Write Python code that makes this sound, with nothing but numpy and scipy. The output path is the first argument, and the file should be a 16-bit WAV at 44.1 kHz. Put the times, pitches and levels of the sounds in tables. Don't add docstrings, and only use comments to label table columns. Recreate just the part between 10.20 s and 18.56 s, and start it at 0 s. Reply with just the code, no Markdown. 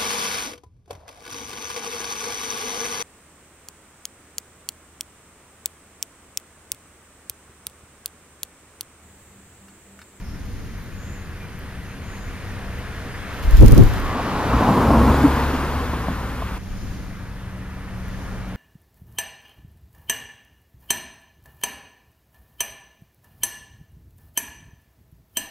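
import sys
import numpy as np
from scipy import signal
from scipy.fft import rfft, irfft, next_fast_len
from scipy.io import wavfile
from scipy.ndimage import uniform_filter1d, map_coordinates

SR = 44100
rng = np.random.default_rng(int(sys.argv[2]) if len(sys.argv) > 2 else 0)


def volts(x):
    e = np.asarray(x, float) / 20
    return 10 ** e


def generate_wav(sig):
    pcm = np.round(np.clip(np.atleast_2d(sig).T, -1, 1) * 32767).astype(np.int16)
    wavfile.write(sys.argv[1], SR, pcm)


N = 368676
T = np.arange(N) / SR

SPLIT_HZ = [380, 1400, 7800]
# frequency in Hz, level in dB per Hz.
NEAR_TYRES = [(44, -23), (75, 1), (152, -6), (254, -1.5), (310, -7), (378, -10.5), (505, -10), (616, -14.5),
              (769, -13), (1030, -12.5), (2090, -31.5), (6900, -47), (7890, -41), (8620, -45.5),
              (15000, -51)]
# frequency in Hz, level in dB per Hz.
FAR_TYRES = [(44, 1.5), (75, 9.5), (140, 1.5), (190, 1), (222, -4), (284, -3), (331, -10.5), (378, -11),
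             (859, -15.5), (939, -14.5), (1750, -14), (3630, -27.5), (6900, -35.5), (7890, -28),
             (15000, -42)]
# frequency in Hz, likeness from -1 to 1.
TYRES_ALIKE = [(60, 1), (130, 0.99), (290, 1), (640, 0.97), (1410, 0.94), (3100, 0.79), (6820, 0.49),
               (15000, -0.48)]
# level alongside in dB, gain along the road in dB, gain behind the
# car in dB, loss over grass in dB per metre, level of other traffic in dB.
RANGES = [
    (-19, -3.5, -1.5, 0.2, -37),
    (-21, -2.5, -0.5, 0.2, -54),
    (-32.5, 7, 0, 0, -60.5),
    (-42.5, -1.5, 3.5, -0.26, -62),
]
NEXT_CAR_DB = [4, 3.5, -2, -6]
# frequency in Hz, level in dB per Hz.
GROUND = [(15, -20), (28, -7), (42, 10), (55, -2), (75, -39.5)]
# time in seconds, frequency in Hz.
FIRING = [
    (4.5, 60.6),
    (4.68, 62.5),
    (4.95, 68.15),
    (5.62, 71.64),
    (6.06, 72.3),
    (6.37, 70.3),
]
# time in seconds, length in seconds, rise in dB.
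LURCH = (4.36, 0.049, 24)
# start in seconds, frequency in Hz, level in dB.
IDLING = (5.62, 56.2, -32)
# time in seconds, length in seconds, rise in dB.
JOLTS = [
    (4.68, .04, 7),
    (4.79, .06, 10),
    (4.88, .03, 7.5),
    (5.054, .022, 22),
    (5.19, .03, 11),
    (5.35, .03, 13),
]
# time in seconds, frequency in Hz.
TREAD = [
    (3.85, 1128),
    (4.6, 1042),
    (5.9, 1040),
]
# time in seconds, length in seconds, rise in dB.
TREAD_ONSET = (3.92, 0.11, 5.7)
# time in seconds, slap level in dB, thud level in dB.
BUMPS = [
    (3.994, -10, -37),
    (4.333, -7, -15),
    (4.422, -5.5, -18),
    (4.488, -5, -6.5),
    (4.575, -11, -17),
    (4.705, 3, -31),
    (5.039, -7, -9.5),
    (5.733, -11, -16.5),
    (5.883, -10, -16),
    (6.221, -11.5, -36),
]
# time in seconds, strength in dB.
GUST = [
    (3.12, -42),
    (3.22, -18.5),
    (3.36, -6.5),
    (3.43, -0.5),
    (3.63, 0),
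    (3.7, -6),
    (3.75, -10),
    (3.9, -16.5),
]
# frequency in Hz, level in dB per Hz.
HEAVE = [(12, -24), (25, 7), (40, 7.5), (70, 2), (120, -3), (250, -51)]
# frequency in Hz, level in dB per Hz.
FLUTTER = [(35, -36), (70, -2), (110, 6), (180, -3), (280, -4.5), (450, -15), (800, -31), (1600, -58)]
# frequency in Hz, level in dB per Hz.
WHISTLE = [(1500, -11), (3000, 5.5), (7000, -2), (10000, -8.5), (14000, 1), (16000, -13)]
# time in seconds, peak in dB, frequency in Hz.
THUMPS = [
    (3.256, -15, 46),
    (3.287, -7.5, 44.6),
    (3.346, -1, 42),
    (3.402, -1, 48),
    (3.464, -4, 34.7),
    (3.522, -6, 31.4),
    (3.581, -5.5, 50),
    (3.638, -10, 35.7),
    (3.669, -15, 38),
]
# time in seconds, length in seconds, rise in dB, left over right in dB.
FLAPS = [
    (3.432, 0.031, 22, 2),
    (3.49, 0.013, 9, -9),
    (3.53, .018, 17, 3.5),
    (3.588, 0.024, 18.5, -1.5),
    (3.624, 0.02, 12.5, 11),
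]
# time in seconds, peak in dB, left over right in dB.
SPITS = [(3.2276, -40, 0.5), (3.265, -41, 4), (3.3084, -30.5, 0.5), (3.3487, -39, 3), (3.3694, -29, -3),
         (3.4014, -36, 1.0), (3.406, -22, -4), (3.4241, -30, 4), (3.4524, -37, -4.0), (3.4604, -23, 1),
         (3.481, -20.5, 3), (3.5104, -29, -1), (3.5204, -21.5, 2), (3.5464, -29, -2.5), (3.578, -20, -2),
         (3.6351, -30, -2), (3.7354, -33, -0.5), (3.7984, -36, -0.5)]
# time in seconds, peak in dB, left over right in dB.
TICKS = [
    (.6245, -38, -5),
    (.64, -39, 0),
    (.76, -46, 0),
    (1.3903, -34, 3),
    (2.5504, -46.5, 2),
    (2.5875, -36, 3),
    (3.188, -40, 0),
    (7.8835, -37, -1.5),
]
# time in seconds, peak in dB.
LENS_STEPS = [(0.2493, -60), (0.3701, -65.5), (0.5771, -56), (0.8734, -66), (1.2231, -63), (1.4794, -69),
              (1.6282, -61), (1.9754, -58.5), (2.3291, -65), (2.8294, -65), (7.3317, -66), (7.5423, -62),
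              (7.7732, -62), (8.0237, -66), (8.2781, -57.5)]
# time in seconds, length in seconds, frequency in Hz, width in Hz, level in dB.
BIRDS = [
    (0.103, 0.15, 5310, 502, -59.5),
    (.55, .14, 6390, 300, -73),
    (0.895, 0.27, 6950, 700, -56.5),
    (1.7, .12, 6410, 300, -62),
    (1.962, 0.3, 6800, 600, -58),
]
# start in seconds, length in seconds, first Hz, last Hz, level in dB.
CHIRPS = [
    (1.198, 0.067, 2420, 2370, -46),
    (1.945, .055, 4500, 4100, -56),
]
# frequency in Hz, level in dB per Hz.
TOWN = [(13, -31), (22, 8.5), (53, 4.5), (107, -2), (153, -19), (201, -6), (328, -17.5), (615, -25),
        (1690, -36), (2840, -34), (6800, -32.5), (7790, -44), (8450, -40), (9430, -39), (15000, -50)]
# frequency in Hz, likeness from -1 to 1.
TOWN_ALIKE = [(60, 0.73), (130, 0.64), (290, 0.78), (640, -0.21), (1410, 1), (3100, 0.57), (6820, -0.084),
              (15000, -0.73)]
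# start in seconds, end in seconds, frequency in Hz, first level in dB, last level in dB.
HUM = [
    (.3, 2.9, 192.7, -50.5, -44.5),
    (6.002, 8.36, 187.4, -43.5, -38.5),
]
# multiple of its frequency, level in dB, unsteadiness from 0 to 1.
HUM_ORDERS = [(0.248, 0, .04), (0.499, -3.5, 0.02), (0.641, -2.5, 0.02), (1, 0.5, 0), (1.8, -12, 0),
              (2, -11.5, 0), (2.31, -12.5, 0.02), (2.5, -9, 0.02)]
# frequency in Hz, width in Hz, level in dB.
NOTCH = (7880, 270, -19)

JUMP_S = 6.38
NEAREST_S, NEXT_NEAREST_S = 4.737, 10.91
SPEED_M_S = 11
KERB_M = 3.45
AXLE_M = 1.1
HEDGE_S, HEDGE_DB, HEDGE_CLEARS_S = 0.42, -3.5, 0.48
CLEAR_M, CLEAR_SHIFT_M = 15, 4.3
PORT_LAG = 2.33
FIRING_DB, FIRING_FALL = -19, 1.32
PIPE_S, PIPE_TURN_S, HIDDEN_DB = 4.64, 0.021, -19
CAVITY_HZ, CAVITY_DB, CAVITY_FALL = 257.1, -27, 2.3
TREAD_DB, TREAD_FALL, TREAD_BEHIND_DB = -37, 0.98, -2
GRIT_PER_S, GRIT_DB, GRIT_SCATTER_DB, GRIT_FALL = 45, -19, 4, 1.8
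GRIT_HZ, GRIT_OCTAVES, GRIT_CYCLES = 520, .8, 5
HEAVE_DB, FLUTTER_DB, FLUTTER_SHARE = -12, -22, 1.1
THUMP_LAG_S = .003
WHISTLE_S, WHISTLE_DB = 3.36, -38.5
WHISTLE_RISE_DB_S, WHISTLE_FALL_DB_S = 55, 20
TOWN_DB = -36
TOP_HZ = 15080


def unit(x):
    return x / np.sqrt(np.mean(x ** 2) + 1e-20)


def along(points, hz):
    f, v = np.transpose(points)
    return np.interp(np.log(hz + 1), np.log(f + 1), v)


def curves(rows):
    s, *cols = np.transpose(rows)
    return [np.interp(T, s, c) for c in cols]


def within(start, end, fade):
    return np.clip(np.minimum(T - start, end - T) / fade + 1, 0, 1)


def swells(rows):
    return sum(np.outer(heights, np.exp(-((T - s) / length) ** 2)) for s, length, *heights in rows)


def wobble(rate):
    coarse = T[::64]
    knots = rng.standard_normal(int(N * 60 / SR) + 4)
    return np.interp(T, coarse, map_coordinates(knots, [coarse * min(rate, 60)]))


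def filtered(x, response):
    m = next_fast_len(N + 8192)
    return irfft(rfft(x, m) * response(np.fft.rfftfreq(m, 1 / SR)), m)[..., :N]


def rush(spectrum, alike, patchy_db=0):
    pair = rng.standard_normal((2, N))
    if patchy_db:
        z = signal.stft(pair, nperseg=512)[2]
        field = uniform_filter1d(rng.standard_normal(z.shape[1:]), size=6, axis=0)
        field = uniform_filter1d(field, size=10, axis=1)
        pair = signal.istft(z * volts(patchy_db * unit(field)), nperseg=512)[1][:, :N]

    def response(hz):
        turn = np.arccos(np.clip(along(alike, hz), -1, 1)) / 2
        return volts(along(spectrum, hz)) * [np.cos(turn), np.sin(turn)]

    mid, side = filtered(pair, response)
    return unit(np.array([mid + side, mid - side]))


def even(x):
    return unit(x / np.sqrt(np.abs(uniform_filter1d(x * x, size=1400, axis=1)) + 0.14))


def tone(hz, unsteady, rate):
    strength = np.sqrt(2) * volts(10 * unsteady * wobble(rate))
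    pitch = hz * (1 + unsteady * wobble(rate))
    return strength * np.sin(2 * np.pi * np.cumsum(pitch) / SR)


def add(into, s, piece):
    at = round(s * SR)
    into[:, at:at + piece.shape[-1]] += piece


def clicks(events, life, low_hz, trim_db, rise, order):
    out, t = np.zeros((2, N)), np.arange(SR // 30) / SR
    for s, db, pan_db in events:
        level_db = db + trim_db - 60 * t / life + pan_db * np.array([[.5], [-.5]])
        shape = volts(level_db) * (1 - np.exp(-t / rise))
        add(out, s, shape * rng.standard_normal((2, len(t))))
    return filtered(out, lambda hz: 1 / (1 + (low_hz / (hz + 1)) ** order))


def car():
    past = SPEED_M_S * (T - np.where(T < JUMP_S, NEAREST_S, NEXT_NEAREST_S))
    axle = np.hypot(np.maximum(np.abs(past) - AXLE_M, 0), KERB_M)
    hedge_db = HEDGE_DB * (1 - np.tanh((T - HEDGE_S) / HEDGE_CLEARS_S)) / 2
    return past, np.hypot(past, KERB_M), 20 * np.log10(KERB_M / axle) + hedge_db


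def tyres():
    past, away, spread_db = car()
    near = 1 / (1 + ((past - CLEAR_SHIFT_M) / CLEAR_M) ** 4)
    side_db, horn_db, behind_db, grass_db, other_db = np.transpose(RANGES)[..., None]
    own_db = side_db + (T > JUMP_S) * np.c_[NEXT_CAR_DB] + spread_db
    own_db = own_db + horn_db * (past / away) ** 2 + behind_db * past / away
    own_db = own_db - grass_db * (away - KERB_M)
    gains = np.hypot(volts(other_db), volts(own_db))
    colours = []
    for spectrum in FAR_TYRES, NEAR_TYRES:
        roar = rush(spectrum[:-1], TYRES_ALIKE, patchy_db=0.91) * volts(0.12 * wobble(18))
        lows = [filtered(roar, lambda hz: 1 / (1 + (hz / edge) ** 6)) for edge in SPLIT_HZ]
        parts = np.diff([0 * roar] + lows + [roar], axis=0)
        colours.append(sum(gain * unit(part) for gain, part in zip(gains, parts)))
    out = np.cos(near * np.pi / 2) * colours[0] + np.sin(near * np.pi / 2) * colours[1]
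    out[0] = map_coordinates(out[0], [np.arange(N) + PORT_LAG * past / away], order=4, mode="nearest")
    return out + near * gains[0] * volts(-11.5) * rush(GROUND, [(40, 0.75)])


def engines():
    past, away, spread_db = car()
    hidden = (1 - np.tanh((T - PIPE_S) / PIPE_TURN_S)) / 2
    firing_db = FIRING_DB + FIRING_FALL * spread_db + HIDDEN_DB * hidden + swells([LURCH])[0]
    out = np.zeros(N)
    for start, hz, db in (4.2, curves(FIRING)[0], firing_db), IDLING:
        note = tone(hz, 0.0071, 11) + volts(-7.5) * tone(2 * hz, 0.0197, 12)
        out += within(start, JUMP_S - .015, 0.01) * volts(db) * note
    cavity_db = CAVITY_DB + CAVITY_FALL * spread_db + swells(JOLTS)[0]
    out += (T < JUMP_S) * volts(cavity_db) * tone(CAVITY_HZ, 0.0699, 40)
    heard = within(TREAD[0][0], TREAD[-1][0], .1)
    tread_db = TREAD_DB + TREAD_FALL * spread_db + TREAD_BEHIND_DB * past / away + swells([TREAD_ONSET])[0]
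    song = sum(tone(curves(TREAD)[0] * k, .025, 40) for k in (.97, 1.03))
    return out + heard * volts(tread_db) * song


def bumps():
    out, t = np.zeros((1, N)), np.arange(SR // 8) / SR

    def ring(pitches, scatter_db, life):
        return sum(volts(rng.normal(0, scatter_db) - 60 * t / life) * np.sin(2 * np.pi * hz * t) for hz in pitches)

    for s, slap_db, thud_db in BUMPS:
        slap = volts(slap_db - 9.5) * ring((676, 743, 874, 1040), 2.1, 0.034)
        thud = volts(thud_db - 6.5) * ring((165, 200, 250), 2.9, 0.2)
        add(out, s, (slap + thud) * (1 - np.exp(-t / 0.0011)))
    return out


def grit():
    when, size, pitch = rng.random((round(GRIT_PER_S * JUMP_S), 3)).T
    at, t = (when * (JUMP_S - .05) * SR).astype(int), np.arange(SR // 25) / SR
    hz = GRIT_HZ * 2 ** (GRIT_OCTAVES * (2 * pitch[:, None] - 1))
    db = GRIT_DB + GRIT_FALL * car()[2][at] - GRIT_SCATTER_DB * np.log(size)
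    knocks = volts(db[:, None] - 60 * t * hz / GRIT_CYCLES) * np.sin(2 * np.pi * hz * t)
    return np.bincount((at[:, None] + np.arange(len(t))).ravel(), knocks.ravel(), N)


def gust():
    strength_db, = curves(GUST)
    heave = volts(HEAVE_DB + strength_db) * rush(HEAVE, [(30, 0.79), (80, 0.23)])
    thumps, t = np.zeros((2, N)), np.arange(-2000, 2000) / SR
    late = t + THUMP_LAG_S * np.array([[.5], [-.5]])
    for s, db, hz in THUMPS:
        pulse = np.sin(2 * np.pi * hz * late) * np.exp(-2.5 * (hz * late) ** 2)
        add(thumps, s + t[0], volts(db + 1.0) * pulse)
    flap_db, pan_db = swells(FLAPS)
    flutter_db = FLUTTER_DB + FLUTTER_SHARE * strength_db + flap_db + pan_db * [[.5], [-.5]]
    flutter = volts(flutter_db) * even(rush(FLUTTER, [(100, 0.059)]))
    fade_db = np.maximum(WHISTLE_RISE_DB_S * (WHISTLE_S - T), WHISTLE_FALL_DB_S * (T - WHISTLE_S))
    whistle = volts(WHISTLE_DB - fade_db + 2.9 * wobble(45)) * rush(WHISTLE, [(3000, 0.57), (9000, 0)])
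    crackle = clicks(SPITS, life=.014, low_hz=2380, trim_db=8.5, rise=0.00099, order=3)
    return within(GUST[0][0], GUST[-1][0], 0.066) * (heave + whistle + flutter) + thumps + crackle


def camera():
    out = clicks(TICKS, life=.007, low_hz=12000, trim_db=9, rise=.0003, order=12)
    t = np.arange(round(0.018 * SR)) / SR
    whine = np.sin(2 * np.pi * 12720 * t) + volts(-3) * np.sin(2 * np.pi * 6360 * t)
    for s, db in LENS_STEPS:
        add(out, s, volts(db + 0.5) * whine * np.hanning(len(t)) ** .2)
    return out


def birds():
    columns = np.transpose(BIRDS)
    halfway = np.convolve(columns[0], [.5, .5], "valid")
    s, length, hz, width, db = columns[:, np.searchsorted(halfway, T)]
    echoes = sum(tone(hz + k * width, .025, 55) for k in (-.5, -.1, .4))
    out = volts(db - 1.5 - 29 * ((T - s) / length) ** 2) * np.array([echoes, np.roll(echoes, 700)])
    for s, length, first_hz, last_hz, db in CHIRPS:
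        u = np.linspace(0, 1, round(length * SR))
        turns = np.cumsum(first_hz + (last_hz - first_hz) * u) / SR
        add(out, s, volts(db) * np.sin(np.pi * u) ** .5 * np.sin(2 * np.pi * turns))
    return out


def town():
    ends = [(s, f, level) for start, end, f, first, last in HUM for s, level in ((start, first), (end, last))]
    hz, db = curves(ends)
    load = within(*HUM[0][:2], 0.31)
    drone = sum(volts(level) * tone(k * hz, u, 14) * (load if k > 1.4 else 1) for k, level, u in HUM_ORDERS)
    heard = within(*HUM[0][:2], 0.28) + within(*HUM[1][:2], 0.25)
    roar = volts(TOWN_DB - 1.0 + 2.4 * wobble(2.99)) * rush(TOWN[:-1], TOWN_ALIKE, patchy_db=0.5)
    return roar + heard * volts(db) * drone


def scene():
    road = tyres() + engines() + bumps() + town()
    return road * volts([[.4], [-.4]]) + grit() + gust() + camera() + birds()


def roll_off(x):
    return signal.sosfilt(signal.butter(12, 15980, fs=SR, output="sos"), x)


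def record(dry):
    clipped = dry / (1 + np.abs(dry / 2.1) ** 8) ** (1 / 8)
    hz0, width, db = NOTCH

    def response(hz):
        gap_db = db * np.exp(-((hz - hz0) / width) ** 4)
        return volts(gap_db - 48 * np.clip((hz - TOP_HZ) / 350, 0, 2))

    return roll_off(np.clip(filtered(clipped, response), -1, 1))


dry = scene()
out = record(dry)
generate_wav(out)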